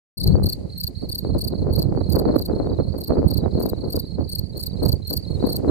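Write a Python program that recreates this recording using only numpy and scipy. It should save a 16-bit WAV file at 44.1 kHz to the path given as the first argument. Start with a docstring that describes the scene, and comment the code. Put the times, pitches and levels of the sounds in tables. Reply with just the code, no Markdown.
"""After a short silence, wind, meadow hiss and far crickets fade in, and a near cricket starts to chirp.
The hiss and the far chorus are coloured noise; the wind adds rumble, buffeting and pops at two microphone ports.
The near cricket sings four-stroke chirps: ringing tones that slow down, with scraping noise over them.
Three neighbours a few metres away sing steadier falling tones, and single hard eddies knock on one port.
"""
import sys
import numpy as np
from scipy import signal
from scipy.fft import rfft, irfft, next_fast_len
from scipy.io import wavfile
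from scipy.ndimage import uniform_filter1d

SR = 44100
rng = np.random.default_rng(int(sys.argv[2]) if len(sys.argv) > 2 else 0)


def persist_wave(psi):
    """Save psi, clipped to +-1, as 16-bit WAV."""
    counts = np.round(np.clip(psi, -1, 1) * 32767).astype(np.int16)
    wavfile.write(sys.argv[1], SR, np.atleast_2d(counts).T)


N = 251370  # length in samples, 5.7 s


def gain_of(db):
    """Turns decibels into a factor to multiply by."""
    return 10 ** (np.asarray(db) / 20)


def evened(x):
    """Scales a sound so that its average strength (rms) is 1."""
    return x / np.sqrt(np.mean(x ** 2) + 1e-20)


def noise():
    """Plain hiss, drawn separately for each port."""
    return rng.standard_normal((2, N))


def coloured(x, points):
    """Filters each row to a given spectrum, ringing only after each kick; the result has rms 1."""
    point_hz, point_db = np.transpose(points)
    size = 2 * next_fast_len(x.shape[-1] // 2 + 2048)
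    hz = np.fft.rfftfreq(size, 1 / SR)
    curve_db = np.interp(np.log(hz + 1), np.log(point_hz), point_db)
    cepstrum = irfft(np.log(gain_of(curve_db)), size)
    cepstrum[1:size // 2] *= 2  # this folding moves all the ringing to after the kick
    cepstrum[size // 2 + 1:] = 0
    response = np.exp(rfft(cepstrum))
    return evened(irfft(rfft(x, size) * response, size)[..., :x.shape[-1]])


def wobble(shape, ms):
    """Smooth random ups and downs of rms 1 that change over about ms milliseconds."""
    x = rng.standard_normal(shape)
    size = max(int(ms * SR / 1000), 1)
    for _ in range(3):
        x = uniform_filter1d(x, size)
    return evened(x)


def add(mix, s, sound):
    """Mixes a stereo sound in at time s, cut off at the end of the mix."""
    part = mix[:, round(s * SR):][:, :sound.shape[1]]
    part += sound[:, :part.shape[1]]


def ports(z, left_db, lead):
    """Gives a complex tone to both ports: left_db louder and lead radians earlier on the left."""
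    left = z * gain_of(left_db / 2) * np.exp(1j * lead)
    right = z * gain_of(-left_db / 2)
    return np.real([left, right])


def echoes(x, t60, level_db):
    """Adds the scatter of grass and ground: a short dying tail of noise for each port."""
    t = np.arange(round(.08 * SR)) / SR
    tail = rng.standard_normal((2, len(t))) * gain_of(-60 * t / t60) * (t > .001)
    tail = tail / np.linalg.norm(tail[0])
    return x + gain_of(level_db) * signal.oaconvolve(x, tail, axes=1)[:, :N]


# Colour of the meadow hiss: (frequency [Hz], relative level [dB per Hz])
AIR_COLOUR = [(1000, -29.5), (2100, -19.5), (3400, -28), (8500, -23), (12500, -31), (13600, -36.5),
              (15900, -40)]
# Slow sag and return of the hiss's and neighbours' level: (time [s], level change [dB])
LEVEL_SAG = [(0, 2), (1.5, -2), (3, -3), (4.2, -1.5), (5.7, 4)]
AIR_BASE_DB = -64.5  # before the slow changes


def air():
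    """Meadow hiss: coloured noise whose level sags mid-way and rises again, with small random drifts."""
    sag_db = np.interp(np.arange(N) / SR, *np.transpose(LEVEL_SAG))
    level_db = AIR_BASE_DB + 1.5 * wobble(N, 40.) + sag_db
    return gain_of(level_db) * coloured(noise(), AIR_COLOUR)


# Colour of many far crickets blurred together: (frequency [Hz], relative level [dB per Hz])
CHORUS_COLOUR = [(3500, -24), (3950, -2), (4400, 8), (4900, -1.5), (5200, -13), (5600, -44.5)]


def chorus():
    """Far crickets: a haze of noise whose level throbs quickly and swells more slowly at random."""
    throb_db = 4.5 * wobble((2, N), 10.5) + 1.2 * wobble((2, N), 65)
    return gain_of(-59.5 + throb_db) * coloured(noise(), CHORUS_COLOUR)


def eddies(per_s, spread_db):
    """Scattered pressure kicks of random sign, a few much larger, separate for each port."""
    size = gain_of(spread_db * np.minimum(rng.exponential(1, (2, N)), 3.5))
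    happens = rng.random((2, N)) < per_s / SR
    return size * rng.choice([-1., 1.], (2, N)) * happens


# Separate puffs of buffeting at the port edges: (start [s], hold [s], level [dB])
PUFF_LIST = [(0.403, 0.018, -31), (0.573, 0.11, -37.5), (0.891, 0.028, -36.5), (1.026, 0.019, -32.5),
             (1.251, 0.041, -30.5), (1.355, 0.02, -28), (1.515, 0.022, -28), (1.661, 0.054, -29),
             (1.936, 0.073, -28), (2.148, .22, -23.5), (2.485, 0.25, -27.5), (2.793, 0.012, -24),
             (2.947, 0.036, -32), (3.101, .13, -25), (3.429, 0.037, -27.5), (3.569, 0.11, -27),
             (3.843, 0.04, -29.5), (3.94, 0.045, -30.5), (4.18, 0.034, -30.5), (4.547, 0.031, -35.5),
             (4.829, 0.037, -25), (5.111, 0.03, -32.5), (5.429, 0.051, -24.5), (5.631, 0.12, -24)]
PUFF_RISE_DB_PER_S, PUFF_FALL_DB_PER_S = 904, 403


def buffeting_db(t, steady_db):
    """Adds the power of each puff, which sets in fast, holds and dies away, to the steady buffeting."""
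    power = gain_of(2 * steady_db)
    for s, hold, db in PUFF_LIST:
        rise_db = PUFF_RISE_DB_PER_S * np.maximum(s - t, 0)
        fall_db = PUFF_FALL_DB_PER_S * np.maximum(t - s - hold, 0)
        power = power + gain_of(2 * (db - rise_db - fall_db))
    return 10 * np.log10(power)


# Slow push of the wind, before finer changes: (time [s], rumble level [dB], steady buffeting level [dB])
WIND_PUSH = [(.19, -31.5, -47.5), (0.269, -10.5, -29.5), (.47, -17.5, -35), (.55, -30, -45),
             (.95, -29.5, -55.5), (1.212, -30.5, -42.5), (1.339, -17.5, -35), (1.45, -25.5, -37.5),
             (1.811, -20.5, -29), (2.42, -26.5, -38.5), (2.87, -26.5, -37), (3.029, -31.5, -37.5),
             (3.289, -24, -31), (3.81, -28.5, -33.5), (4.3, -30.5, -46.5), (4.66, -34, -41.5),
             (4.94, -23, -32), (5.05, -33, -47.5), (5.362, -27.5, -35), (5.69, -35.5, -31.5)]
# Which side the rumble leans to: (time [s], left over right [dB])
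RUMBLE_SIDE = [(.17, 12), (.5, 2), (.7, -7.5), (5.7, -22)]
# Colour of the low rumble: (frequency [Hz], relative level [dB per Hz])
RUMBLE_COLOUR = [(15, -24.5), (30, -6), (50, 7.5), (80, 13), (130, 7), (200, 5.5), (350, -25.5),
                 (1200, -125)]
# Colour of the sharper buffeting, also used for the knocks: (frequency [Hz], relative level [dB per Hz])
BUFFET_COLOUR = [(60, -36.5), (150, -7), (280, 1.5), (500, -5.5), (800, -20.5), (1300, -37.5), (2200, -60),
                 (3500, -88), (6000, -135)]


def wind():
    """Lumpy noise makes the rumble, random kicks the buffeting; the strongest flaps crackle brightest."""
    t = np.arange(N) / SR
    s, push_db, steady_db = np.transpose(WIND_PUSH)
    rumble_db = np.interp(t, s, push_db)
    left_db = np.interp(t, *np.transpose(RUMBLE_SIDE))
    flap_db = buffeting_db(t, np.interp(t, s, steady_db))
    lumps = wobble((2, N), 8.14)

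    rumble = evened(coloured(noise(), RUMBLE_COLOUR) * gain_of(4.13 * lumps))
    side_db = np.array([left_db, -left_db]) / 2
    rumble = rumble * gain_of(rumble_db + 0.13 * (flap_db + 20.0) + side_db)

    kicks = coloured(eddies(2500, 3.7) * gain_of(4.97 * lumps), BUFFET_COLOUR)
    front_db = 3.7 * lumps + 4. * wobble((2, N), 5.8)
    fronts = np.diff(eddies(130, 4.1) * gain_of(front_db), prepend=0)  # steeper, so brighter
    pops = coloured(fronts, BUFFET_COLOUR) * gain_of(0.83 * (flap_db + 30.0) - 7.)
    return np.tanh(rumble + (kicks + pops) * gain_of(flap_db + 2.5))  # the membranes give way softly


# The near cricket, one row a chirp: (end of stroke 3 [s], drag of stroke 2 [ms], wait for stroke 4 [ms],
# base levels of partials 1, 2 and 3 [dB])
CHIRP_ROWS = [(0.2451, 4, 35, -23, -39, -27.5), (.503, 0, 33, -23.5, -36, -26.5),
              (0.8463, 2, 35.2, -25, -42, -26), (1.1605, 4, 33.8, -24.5, -39.5, -25),
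              (1.4528, 2.5, 34.5, -26.5, -37.5, -29), (1.7989, -1, 31.7, -26.5, -39.5, -28),
              (2.165, 2, 35, -28.5, -43, -27.5), (2.427, 1.5, 38.6, -30, -44.5, -30.5),
              (3.0495, 2, 35.5, -33.5, -47, -30.5), (3.3481, 1, 35.3, -29.5, -42.5, -29.5),
              (3.6675, 2, 35.2, -34, -44, -28.5), (3.9695, -1, 35.7, -28, -42.5, -27),
              (4.3618, 6.3, 36.6, -26, -40, -26.5), (4.6404, 6.5, 33.5, -28, -41, -26),
              (4.8975, -2.5, 34.7, -24, -42.5, -26), (5.1416, 2, 37, -24.5, -39.5, -23),
              (5.5344, 4, 36, -25.5, -38, -25.5)]
# The four strokes of a chirp: (basic length [ms], levels of partials 1, 2, 3 over the chirp's [dB],
# their change after a missed lock [dB])
STROKE_PATTERN = [(15.5, (-7, 2.5, -9), (0, 0, 0)), (16.3, (-0.38, 2.1, -1.2), (-3.1, 2.7, -13)),
                  (15.2, (0, -1.8, 0), (1.7, 10, -.5)), (15, (0.58, -1.6, 0.56), (0, 0, 0))]
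FIRST_LEAD_MS, SECOND_LEAD_MS = 57., 31.  # strokes 1 and 2 end this long before stroke 3, before any drag
MISS_MS = 3.4  # a drag over this tends to miss the lock
STRETCH, SQUEEZE = 0.94, 0.33  # shares of the drag that lengthen stroke 2 and shorten stroke 3


def strokes():
    """Spells out each chirp as four strokes: (end s, length ms, base dB of the three partials)."""
    for third, drag, wait, *chirp_db in CHIRP_ROWS:
        missed = 1 / (1 + np.exp(2 * (MISS_MS - drag)))  # smoothly from 0 to 1
        ends = [-FIRST_LEAD_MS, drag - SECOND_LEAD_MS, 0, wait]
        longer = [0, STRETCH * drag, -SQUEEZE * drag, 0]
        for end, more, (ms, step_db, miss_db) in zip(ends, longer, STROKE_PATTERN):
            levels = chirp_db + np.array(step_db) + missed * np.array(miss_db)
            yield third + end / 1000, ms + more, *levels


# Basic pitch of strokes 2 to 4: (share of the stroke [0 to 1], tooth rate [Hz])
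TOOTH_GLIDE = [(0, 4460), (.3, 4620), (.6, 4510), (.85, 4320), (1, 4110)]
# How each partial reaches the ports on average: (left over right [dB], left leads by [rad])
PARTIAL_PORTS = [(4.5, 2.75), (-2, 2.59), (0.5, 0.37)]
# Colour of the scraping noise: (frequency [Hz], relative level [dB])
SCRAPE_COLOUR = [(3000, -29), (5000, -7), (6500, -10), (8000, -3.5), (10500, -2.5), (12000, 4.5),
                 (14000, -1), (16000, -11.5)]
OPENING_RASP = .6  # the first stroke rasps evenly, without ticks


def cricket():
    """The scraper runs down the file and slows; it stumbles at first, then locks and the wing rings hard."""
    tone, grit = np.zeros((2, N)), np.zeros((2, N))
    last = -1
    for end, ms, *levels in strokes():
        opening = end - last > .1  # the first stroke of a chirp is soft, clean and even
        last = end
        t = np.arange(round(ms * SR / 1000)) / SR
        u, left = t / t[-1], t[-1] - t  # share done, seconds left
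        start = end - t[-1]
        pitch, late, jump = rng.standard_normal(3)
        lock = .002 if opening else 0.00697 + 0.00061 * late  # seconds into the stroke
        locked = 1 / (1 + np.exp((lock - t) / 0.00037))
        loose = (.6 if opening else 1) * (1 - .7 * locked)

        hz = 4500 - 400 * u ** 2.6 if opening else np.interp(u, *np.transpose(TOOTH_GLIDE))
        hz = hz * (1 + .006 * pitch + 0.023 * loose * wobble(len(t), 0.65))
        turns = 2 * np.pi * np.cumsum(hz) / SR
        turns = turns + 1.85 * jump * locked * (not opening)  # the phase slips at the lock
        edge = (1 - np.exp(-t / 0.0026)) * (1 - np.exp(-left / 0.0016))

        lift_db = [3., 3., 10.]  # each partial swells at the lock
        part = 0
        for k, (db, lift, (left_db, lead)) in enumerate(zip(levels, lift_db, PARTIAL_PORTS), 1):
            tilt, twist = rng.standard_normal(2)  # the raised wings never aim quite the same way
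            flutter_db = 3.1 * loose * wobble(len(t), 0.83)
            size = gain_of(db + 1.0 + 2.6 * u - lift * (1.5 - locked) + flutter_db)
            partial = edge * size * np.exp(1j * k * turns)
            part = part + ports(partial, left_db + 1.6 * tilt, lead + 0.47 * twist)
        add(tone, start, part)

        # ticks where the scraper catches, locks and leaves, over a rasp of missed teeth
        tick_list = [(0.6, 0.0011), (0.5, lock), (0.74, t[-1] - .0005)]
        ticks = sum(a * np.exp(-abs(t - at) / 0.0008) for a, at in tick_list)
        effort = gain_of(max(levels[1:]) + 1.8 * pitch)
        rasp = OPENING_RASP * edge if opening else ticks + 0.43 * edge
        add(grit, start, effort * rasp * np.ones((2, 1)))

        # the wings brush again as they open
        back = np.arange(round(0.02 * SR)) / SR
        touches = rng.uniform([.003, .011], [.008, .015])
        brush = 0.057 + sum(0.11 * np.exp(-abs(back - at) / 0.00054) for at in touches)
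        add(grit, end + 0.00059, effort * brush * np.ones((2, 1)))

    a, b = coloured(noise(), SCRAPE_COLOUR)
    scrape = np.array([a, .5 * a + 0.95 * b])  # the two ports hear partly the same noise
    grit = gain_of(-10.5 + 3.44 * wobble(N, 1.34)) * grit * scrape
    return echoes(tone + grit, t60=.04, level_db=-16)


# Three neighbours, one row each: (voice, strokes, chirps)
# voice: (basic top pitch [Hz], fall [Hz], partial 2 [dB], partial 3 [dB], left over right [dB], left leads [rad])
# strokes: (middle after the first stroke's [s], length [ms], base level [dB])
# chirps: (middle of the first stroke [s])
NEIGHBOUR_ROWS = [ ((4318.5, 419, -25, -31, -3.3, -0.97), [(0, 14, -43), (.030, 20, -39), (.063, 21, -38.5),
                  (.098, 20, -39.5)],
                  [0.22, 0.436, 0.7, 0.954, 1.242, 1.527, 1.743, 2.01, 2.255, 2.528, 2.778, 3.036, 3.289, 3.513, 3.786, 4.051, 4.282, 4.532, 4.77, 5.027, 5.251, 5.452, 5.687]),
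                  ((4591, 214, -28, -36, -5.5, 2), [(0, 32, -45), (.033, 15, -42), (.067, 16, -42)],
                  [0.295, 0.481, 0.967, 1.22, 1.517, 1.718, 1.974, 2.19, 2.421, 2.663, 2.895, 3.121, 3.338, 3.567, 3.779, 4.001, 4.214, 4.434, 4.670, 4.894, 5.165, 5.422]),
                  ((4007, 254, -27, -33, 2, 1.5), [(0, 14, -53), (.036, 16, -46.5), (.074, 21, -48)],
                  [1.12, 2.353, 2.668, 3.370, 3.671, 3.953, 4.641, 5.367]), ]
SHIFT_DB = 12.  # along a stroke partial 2 gains this much and partial 3 loses it


def neighbour(voice, stroke_rows, chirps):
    """Each stroke is a steady tone that falls, with weak upper partials and a tick at the catch."""
    top_hz, fall_hz, second_db, third_db, left_db, lead = voice
    out = np.zeros((2, N))
    for s in chirps:
        for after, ms, db in stroke_rows:
            u = np.linspace(0, 1, round(ms * SR / 1000))  # share of the stroke
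            drift, slip = rng.standard_normal(2)
            db = db + np.interp(s, *np.transpose(LEVEL_SAG)) + 0.45 * slip
            hz = (top_hz - fall_hz * abs((u - .2) / 0.8) ** 2.8) * (1 + 0.0041 * drift)
            if after == 0:
                hz = hz - 140  # the first stroke is lower
            turns = 2 * np.pi * np.cumsum(hz) / SR
            size = gain_of(db + 1.03 * wobble(len(u), 1.2)) * signal.windows.tukey(len(u), .45)

            flicker_db = 5. * wobble(len(u), 2.5)  # the upper partials come and go
            shift_db = SHIFT_DB * (u - .5)
            partials_db = [0, second_db + flicker_db + shift_db, third_db + flicker_db - shift_db]
            part = 0
            for k, partial_db in enumerate(partials_db, 1):
                partial = size * gain_of(partial_db) * np.exp(1j * k * turns)
                part = part + ports(partial, left_db, k * lead)

            stroke_ms = u * ms
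            tick = np.exp(-((stroke_ms - 1) / .15) ** 2) * np.sin(2 * np.pi * 10.8 * stroke_ms)  # 10.8 kHz
            add(out, s + after - ms / 2000, part + gain_of(db - 12.0 + 3. * drift) * tick)
    return echoes(out, t60=.11, level_db=-8)


# Single hard eddies: (time [s], level before a common boost [dB])
KNOCK_LIST = [(0.354, -20.5), (1.249, -24), (2.36, -21), (2.151, -23), (5.427, -24), (1.669, -25),
              (1.537, -27), (.398, -26), (1.925, -23.5), (2.289, -19), (2.498, -25), (2.671, -23.5),
              (3.46, -18), (3.733, -21)]


def knocks():
    """Each hard eddy is one steep front on a random port, ringing with the buffeting's colour."""
    click = np.zeros(N)
    click[0] = 1
    front = np.diff(coloured(click, BUFFET_COLOUR)[:2000])
    front = front / abs(front).max()
    out = np.zeros((2, N))
    for s, db in KNOCK_LIST:
        side = np.eye(2)[rng.integers(2)][:, None]
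        add(out, s, side * gain_of(db + 11.5) * front)
    return out


def scene():
    """Adds up all sources at the two ports."""
    neighbours = sum(neighbour(*row) for row in NEIGHBOUR_ROWS)
    return air() + chorus() + wind() + cricket() + neighbours + knocks()


START_S, EDGE_HZ = .1705, 15970  # end of the silence, top of the passed band


def record(dry):
    """Opens with silence and a quick fade-in, then cuts the highest treble."""
    fade = np.clip((np.arange(N) / SR - START_S) / 0.0018, 0, 1)
    low_pass = signal.firwin(2047, EDGE_HZ, window=("kaiser", 9), fs=SR)
    return signal.oaconvolve(dry * fade, low_pass[None], "same")


dry = scene()
out = record(dry)
persist_wave(out)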